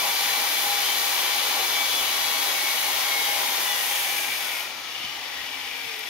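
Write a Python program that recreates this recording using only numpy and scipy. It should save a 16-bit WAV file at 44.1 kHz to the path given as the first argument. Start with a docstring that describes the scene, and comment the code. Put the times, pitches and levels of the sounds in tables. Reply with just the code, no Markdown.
"""In a workshop, an electric polisher grinds a steel plate with a diamond disc. The motor whines and
sags under load, its fan rushes, and at about 3.5 s it is switched off and coasts down with rattling
gears. The disc hisses and makes the plate ring until it lifts off at 4.7 s; the worker steps back with
the tool. Underneath lie room rumble and a soft boom, and near the end a brief hum and a tick."""
import sys
import numpy as np
from scipy import signal
from scipy.fft import rfft, irfft, next_fast_len
from scipy.io import wavfile
from scipy.ndimage import map_coordinates

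SR = 44100
rng = np.random.default_rng(int(sys.argv[2]) if len(sys.argv) > 2 else 0)


def master_out(mix):
    """Clip the mix to full scale and print it as 16-bit PCM to the path in sys.argv[1]."""
    frames = np.transpose(np.atleast_2d(mix))
    ceiling = np.clip(frames, -1, 1)
    pcm = np.round(ceiling * 32767).astype(np.int16)
    wavfile.write(sys.argv[1], SR, pcm)


N = 268555

# a motor tone flares as the tool is pressed and turned: t/s, tone, peak/dB, length/s
FLARES = [(.31, "top", -36, 0.12), (.43, "low", -35.5, 0.13), (.61, "high", -34.5, .1),
          (2.42, "high", -40, 0.3), (.71, "top", -32.5, .09), (.89, "mid", -30.5, 0.093),
          (1.34, "mid", -37, 0.25), (1.42, "top", -40, 0.18), (1.77, "mid", -36, 0.14),
          (1.79, "low", -31.5, .14), (1.8, "high", -36, 0.16), (1.98, "high", -36, .12),
          (2.06, "mid", -36.5, 0.14), (2.22, "top", -39, .2), (2.25, "rotor", -44, 0.68),
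          (2.67, "low", -32.5, 0.21), (3.17, "low", -33, 0.18), (3.71, "low", -37, 0.06),
          (3.72, "top", -36, 0.09), (4.56, "high", -42, .07), (5.91, "rotor", -52.5, 0.31)]
# pressure on the disc, as relative hiss; it eases off, then lifts: t/s, level/dB
PRESSURE = [(0, -34), (.35, -33), (1.6, -34), (3.75, -34), (4.0, -33.5), (4.18, -35), (4.29, -38),
            (4.61, -40.5), (4.72, -51), (6.09, -48)]


def motor(speed, angle):
    """Tones locked to the shaft fade as it slows; uneven tooth contact makes each one flutter."""
    # loud tones: tone, level at full speed/dB, loss per halving of speed/dB
    whine = [("rotor", -51, 28), ("low", -40, 15), ("mid", -45.5, 12), ("high", -40.5, 20),
             ("top", -40.5, 10)]
    # their pitches: tone -> multiple of the shaft rate
    orders = {"rotor": 2, "low": 4, "mid": 5.375, "high": 6, "top": 6.992}
    # faint tones: multiple of the shaft rate, relative level/dB, loss per halving of speed/dB
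    overtones = [(3.45, -54, 8), (4.83, -62, 18), (5, -50, 20), (8, -42, 45), (14, -55.5, 11)]
    halvings = np.log2(speed.max() / speed)
    slack = np.clip((halvings - .09) / .1, 0, 1)  # unpowered gears run loose and blur the tones
    blur_rad = .15 + .5 * slack

    def tone(order, gain):
        flutter_db = 1.5 * wobble(12) + 1.5 * wobble(80)
        return gain * unit(amp(flutter_db) * np.sin(order * angle + blur_rad * wobble(80)))
    tones = 0
    for name, db, fade_db in whine:
        steady = amp(db - fade_db * halvings + wobble(7.7))
        tones += tone(orders[name], np.hypot(steady, swells(FLARES, name)))
    for order, db, fade_db in overtones:
        tones += tone(order, amp(db - 2.5 - fade_db * halvings + 2 * wobble(3.26)))
    return workshop(tones, wet_db=-14)


def grit(angle):
    """Countless diamond scratches hiss, pressed a little harder once a disc turn."""
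    # scratch spectrum: f/Hz, level/dB
    spectrum = [(2000, -38), (4000, -20.5), (6500, -2), (7600, -10), (8300, -7), (9200, -2), (10500, -3),
                (12300, 0.5), (14000, -2.5), (15700, -6)]
    hiss_db, = curves(PRESSURE)
    disc_angle = angle / 8
    flicker_db = .35 * np.cos(disc_angle) + .35 * wobble(14) + .55 * wobble(600)
    return amp(hiss_db + 6 + flicker_db) * coloured(noise(), spectrum)


def gears(angle):
    """Teeth chatter once a shaft turn, swell once a disc turn and ring the housing, louder under load."""
    # spectrum of the tooth contacts: f/Hz, level/dB
    spectrum = [(710, -61), (1200, -9), (1310, -25), (1800, -7), (2160, 0.5), (2390, -1), (2650, 1),
                (2970, -3), (3190, -0.5), (3450, 1.5), (3950, -5.5), (5380, -6), (8000, -24.5),
                (10400, -62), (17600, -120)]
    # the rattle shifts as the gears knock about: t/s, change/dB, length/s
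    knocks = [(3.28, 0.2, 0.28), (3.75, -0.2, .25), (5.032, 1, 0.17)]
    rattle = amp(-31.5 + 0.3 * load() + 0.22 * wobble(5.35))
    rattle = np.hypot(rattle, 0.677 * swells(FLARES, "mid"))
    rattle *= amp(sum(db * bell(s, length) for s, db, length in knocks))
    disc_angle = angle / 8
    chatter = unit(amp(0.32 * np.cos(angle) + 0.28 * np.cos(disc_angle) + wobble(160)))
    teeth = coloured(chatter * noise(), spectrum)
    lift_dip = amp(-3 * bell(4.77, length=0.28))  # the disc leaves the plate
    return lift_dip * (rattle * teeth + housing(angle, chatter))


def housing(angle, chatter):
    """Chatter rings the gear housing; high shaft multiples sing as they slide down through its modes."""
    # housing modes: f/Hz, width/Hz
    modes = [(1950, 120), (2330, 78), (2920, 57)]
    # drive of each: mode, relative level under full load/dB, dB per dB of load
    drives = [("low", -48.5, 0.27), ("mid", -42.5, 0.41), ("high", -43.5, 0.35)]
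    # a mode swells as grip and speed change: t/s, mode, relative peak/dB, length/s
    sings = [(2.9, "low", -45, 1.0), (3.3, "high", -40, .15), (3.72, "high", -41, .17),
             (3.95, "low", -49, 1), (4.25, "mid", -37, 0.3), (4.5, "high", -49, .2),
             (4.62, "mid", -40, 0.25), (5.03, "high", -38, .24), (5.0, "mid", -46, .2),
             (5.37, "low", -44, 0.22), (5.66, "low", -59, .12), (5.65, "high", -47, .2),
             (5.8, "mid", -42.5, 0.5), (5.95, "low", -49, 0.18)]
    mesh = sum(np.sin(order * angle + 1.06 * wobble(90)) for order in range(9, 13))
    shaking = chatter * (noise() + amp(-21) * mesh)
    ring = 0
    for (hz, width), (name, db, per_load) in zip(modes, drives):
        steady = amp(db + per_load * load() + 1.9 * wobble(5.35))
        ring += np.hypot(steady, swells(sings, name)) * ringing(shaking, [(hz, width, 0)])
    return amp(2.4) * ring


def plate():
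    """Low rubbing and plate ring while grinding; after lift-off, the tool's own low noise and the room."""
    # modes of plate and stand: f/Hz, width/Hz, relative level/dB
    modes = [(251, 5.4, -15), (297.5, 7.6, -14), (371, 7, -9.5), (471, 8.6, -5), (549.4, 8.9, -5.5),
             (646, 18, -4.5), (769, 11, -11), (772, 11, -2), (815, 8.8, 8.5), (834, 25, -4.5),
             (946, 7.5, 1), (1003, 18, 1.5), (1115, 11, -1.5), (1383, 5.7, -3.5)]
    # spectrum of the low-mid noise: f/Hz, level/dB
    spectrum = [(100, -51), (200, -28), (245, -16.5), (420, -12.5), (680, -7), (800, -2), (900, -3),
                (1100, -6.5), (1400, -7), (1700, -12), (2300, -10), (3700, -70)]
    # fader for the whole low-mid layer: t/s, level/dB
    fader = [(0, -35.5), (1.6, -34.8), (2.5, -35.5), (3.65, -36), (3.95, -38), (4.5, -38.5), (4.9, -43.5),
             (5.1, -42.5), (6.09, -44.5)]
    # the disc catches and the plate rings up: t/s, rise/dB
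    bites = [(.06, 5), (.34, 3.5), (.64, 2), (1.2, 1.5), (1.56, 4.5), (3.44, 4)]
    level_db, = curves(fader)
    bite_db = 0.5 * load() + sum(db * bell(s, length=0.15) for s, db in bites)
    low_noise = amp(-1.2) * coloured(noise(), spectrum)
    ring = amp(-2.7 + bite_db) * ringing(noise(), modes)
    return amp(level_db + 0.56 * wobble(12)) * (low_noise + ring)


def fan(speed):
    """Cooling air rushes through the vents, louder with speed."""
    # air spectrum: f/Hz, level/dB
    spectrum = [(300, -68), (1200, -7.5), (1600, -3), (1900, 0), (2600, -7.5), (3400, 1.5), (4400, 0),
                (5500, -2), (6700, -4.5), (7400, -16.5), (10000, -37)]
    level_db = -30 + 14 * np.log2(speed / speed.max()) + .5 * wobble(10)
    return amp(level_db) * coloured(noise(), spectrum)


def footsteps():
    """Boots thud softly on concrete."""
    # footfalls: t/s, level/dB
    steps = [(4.28, -54), (5.0, -57), (5.04, -54), (5.41, -58), (5.84, -56)]
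    thuds = sum(amp(db) * decay(s, t60=0.42) for s, db in steps)
    return thuds * coloured(noise(), [(20, -10), (60, -5), (250, -2), (800, -23), (3000, -60)])


def tick():
    """A small sharp tick: a few milliseconds of bright noise."""
    return amp(-31) * decay(5.992, t60=0.033) * coloured(noise(), [(4000, -34), (12000, -3)])


def hum():
    """A brief low hum wavers in pitch and level."""
    hz = 270 * (1 + 0.0183 * wobble(16))
    gain = amp(-59 + 1.8 * wobble(25)) * bell(5.59, length=0.58)
    return gain * unit(np.sin(2 * np.pi * np.cumsum(hz) / SR))


def boom():
    """A soft boom near 70 Hz swells now and then."""
    # its swells: t/s, peak/dB, length/s
    booms = [(1.744, -57, .14), (2.042, -54.5, .2), (2.93, -56, .17), (3.36, -58, 0.13)]
    steady = amp(-66.5 + 2.9 * wobble(6.4))
    gain = np.hypot(steady, sum(amp(db) * bell(s, length) for s, db, length in booms))
    return gain * coloured(noise(), [(35, -47), (58, -10.5), (70, -4.5), (85, -10), (130, -33)])


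def rumble():
    """Low room tone drifts gently in level."""
    # rumble spectrum: f/Hz, level/dB
    spectrum = [(20, -16), (45, -15), (70, -8.5), (100, -4.5), (125, -6.5), (170, -4), (210, -8), (260, -1),
                (500, -3), (1500, -27.5)]
    return amp(-57 + 0.73 * wobble(5.2)) * coloured(noise(), spectrum)


def workshop(x, wet_db):
    """A mono sound plus the room's stereo tail, which lasts longest in the mids."""
    # reverb time: f/Hz, t60/s
    t60s = [(200, 0.37), (2000, 1), (10000, 0.1)]
    hz, t, spectra = signal.stft(rng.standard_normal((2, SR // 2)), SR, nperseg=256)
    _, tail = signal.istft(spectra * amp(-60 * t / along(t60s, hz)[:, None]), SR, nperseg=256)
    tail /= np.linalg.norm(tail[0])
    return x + amp(wet_db) * signal.fftconvolve(x[None], tail, axes=1)[:, :N]


def load():
    """Load on the disc in dB: about 0 while grinding, far below once lifted."""
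    press_db, = curves(PRESSURE)
    return press_db - np.median(press_db)


def amp(db):
    """Decibels to gain."""
    return 10 ** (np.asarray(db) / 20)


def unit(x):
    """Scale to rms 1."""
    return x / np.sqrt(np.mean(x ** 2) + 1e-20)


def along(points, hz):
    """(f/Hz, value) points read on a log axis."""
    freqs, values = np.transpose(points)
    return np.interp(np.log(hz + 1), np.log(freqs + 1), values)


def curves(rows):
    """One value per sample for each column after the time."""
    times, *columns = np.transpose(rows)
    return [np.interp(np.arange(N) / SR, times, column) for column in columns]


def wobble(rate):
    """A smooth random curve, rate knots a second."""
    coarse = np.arange(0, N + 16, 16)
    knots = rng.standard_normal(int(N * rate / SR) + 4)
    return np.interp(np.arange(N), coarse, map_coordinates(knots, [coarse * rate / SR]))


def bell(s, length):
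    """A smooth swell to 1 at time s, above one half for the given length."""
    return .5 ** np.minimum((2 * (np.arange(N) / SR - s) / length) ** 2, 60)


def swells(rows, name):
    """Summed gain of the (t/s, name, peak/dB, length/s) swells that carry this name."""
    return sum(amp(db) * bell(s, length) for s, which, db, length in rows if which == name)


def decay(s, t60):
    """A jump to 1 at time s that falls 60 dB in t60 seconds."""
    age = np.arange(N) / SR - s
    return amp(-60 * np.abs(age) / t60) * (age > 0)


def filtered(x, response):
    """x through a complex frequency response."""
    size = next_fast_len(N + SR // 2)
    return irfft(rfft(x, size) * response(np.fft.rfftfreq(size, 1 / SR)), size)[..., :N]


def coloured(x, spectrum):
    """x shaped by a (f/Hz, level/dB) spectrum, at rms 1."""
    return unit(filtered(x, lambda hz: amp(along(spectrum, hz))))


def ringing(x, modes):
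    """x through (f/Hz, width/Hz, level/dB) resonances, at rms 1."""
    def response(f):
        return sum(amp(db) * 1j * f * width / (hz * hz - f * f + 1j * f * width)
                   for hz, width, db in modes)
    return unit(filtered(x, response))


def noise():
    """Stereo white noise: narrow in the bass, wide in the treble."""
    # left-right likeness: f/Hz, correlation
    likeness = [(60, 0.66), (300, 0.86), (800, 0.66), (2000, 0.29), (4000, 0.23), (7000, 0.38),
                (10000, 0.26), (14000, 0.14)]

    def mid_side(hz):
        spread = np.arccos(along(likeness, hz)) / 2
        return np.array([np.cos(spread), np.sin(spread)])
    mid, side = filtered(rng.standard_normal((2, N)), mid_side)
    return np.array([mid + side, mid - side])


def panned(x, left_db):
    """Lean x to the left by a level difference."""
    return x * amp(np.array([[.5], [-.5]]) * left_db)


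def delayed(x, lag):
    """The left channel arrives lag samples after the right one."""
    return np.array([map_coordinates(channel, [np.arange(N) + side * lag], order=5)
                     for channel, side in zip(x, (-.5, .5))])


def scene():
    """Tool and plate are louder on the left and move further left as the worker steps away."""
    # motor shaft, steady, sagging under load, then coasting: t/s, turn rate/Hz
    shaft = [(0, 576.8), (1.65, 576.2), (1.9, 570.8), (2.1, 562.2), (2.5, 556.5), (2.9, 549), (3.3, 545),
             (3.45, 537.5), (3.58, 524), (3.7, 494), (4.05, 436), (4.45, 374), (4.85, 324), (6.09, 206)]
    # place of the tool: t/s, left minus right/dB, left lag/samples
    place = [(0, 4.5, 2), (2, 5.5, 2), (3.6, 5.5, 2), (4.3, 6, 0), (5.1, 5.5, -1.5), (6.09, 6.5, -1.5)]
    speed, = curves(shaft)
    left_db, lag = curves(place)
    angle = 2 * np.pi * np.cumsum(speed * (1 + 0.0006 * wobble(12))) / SR
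    tool = motor(speed, angle) + fan(speed) + gears(angle) + plate()
    work = panned(tool, left_db) + grit(angle)
    background = rumble() + boom() + hum() + footsteps() + tick()
    return delayed(work, lag) + panned(background, left_db=1)


def record(dry):
    """A brick-wall low-pass takes off the very top."""
    return filtered(dry, lambda hz: hz < 15750)


dry = scene()
out = record(dry)
master_out(out)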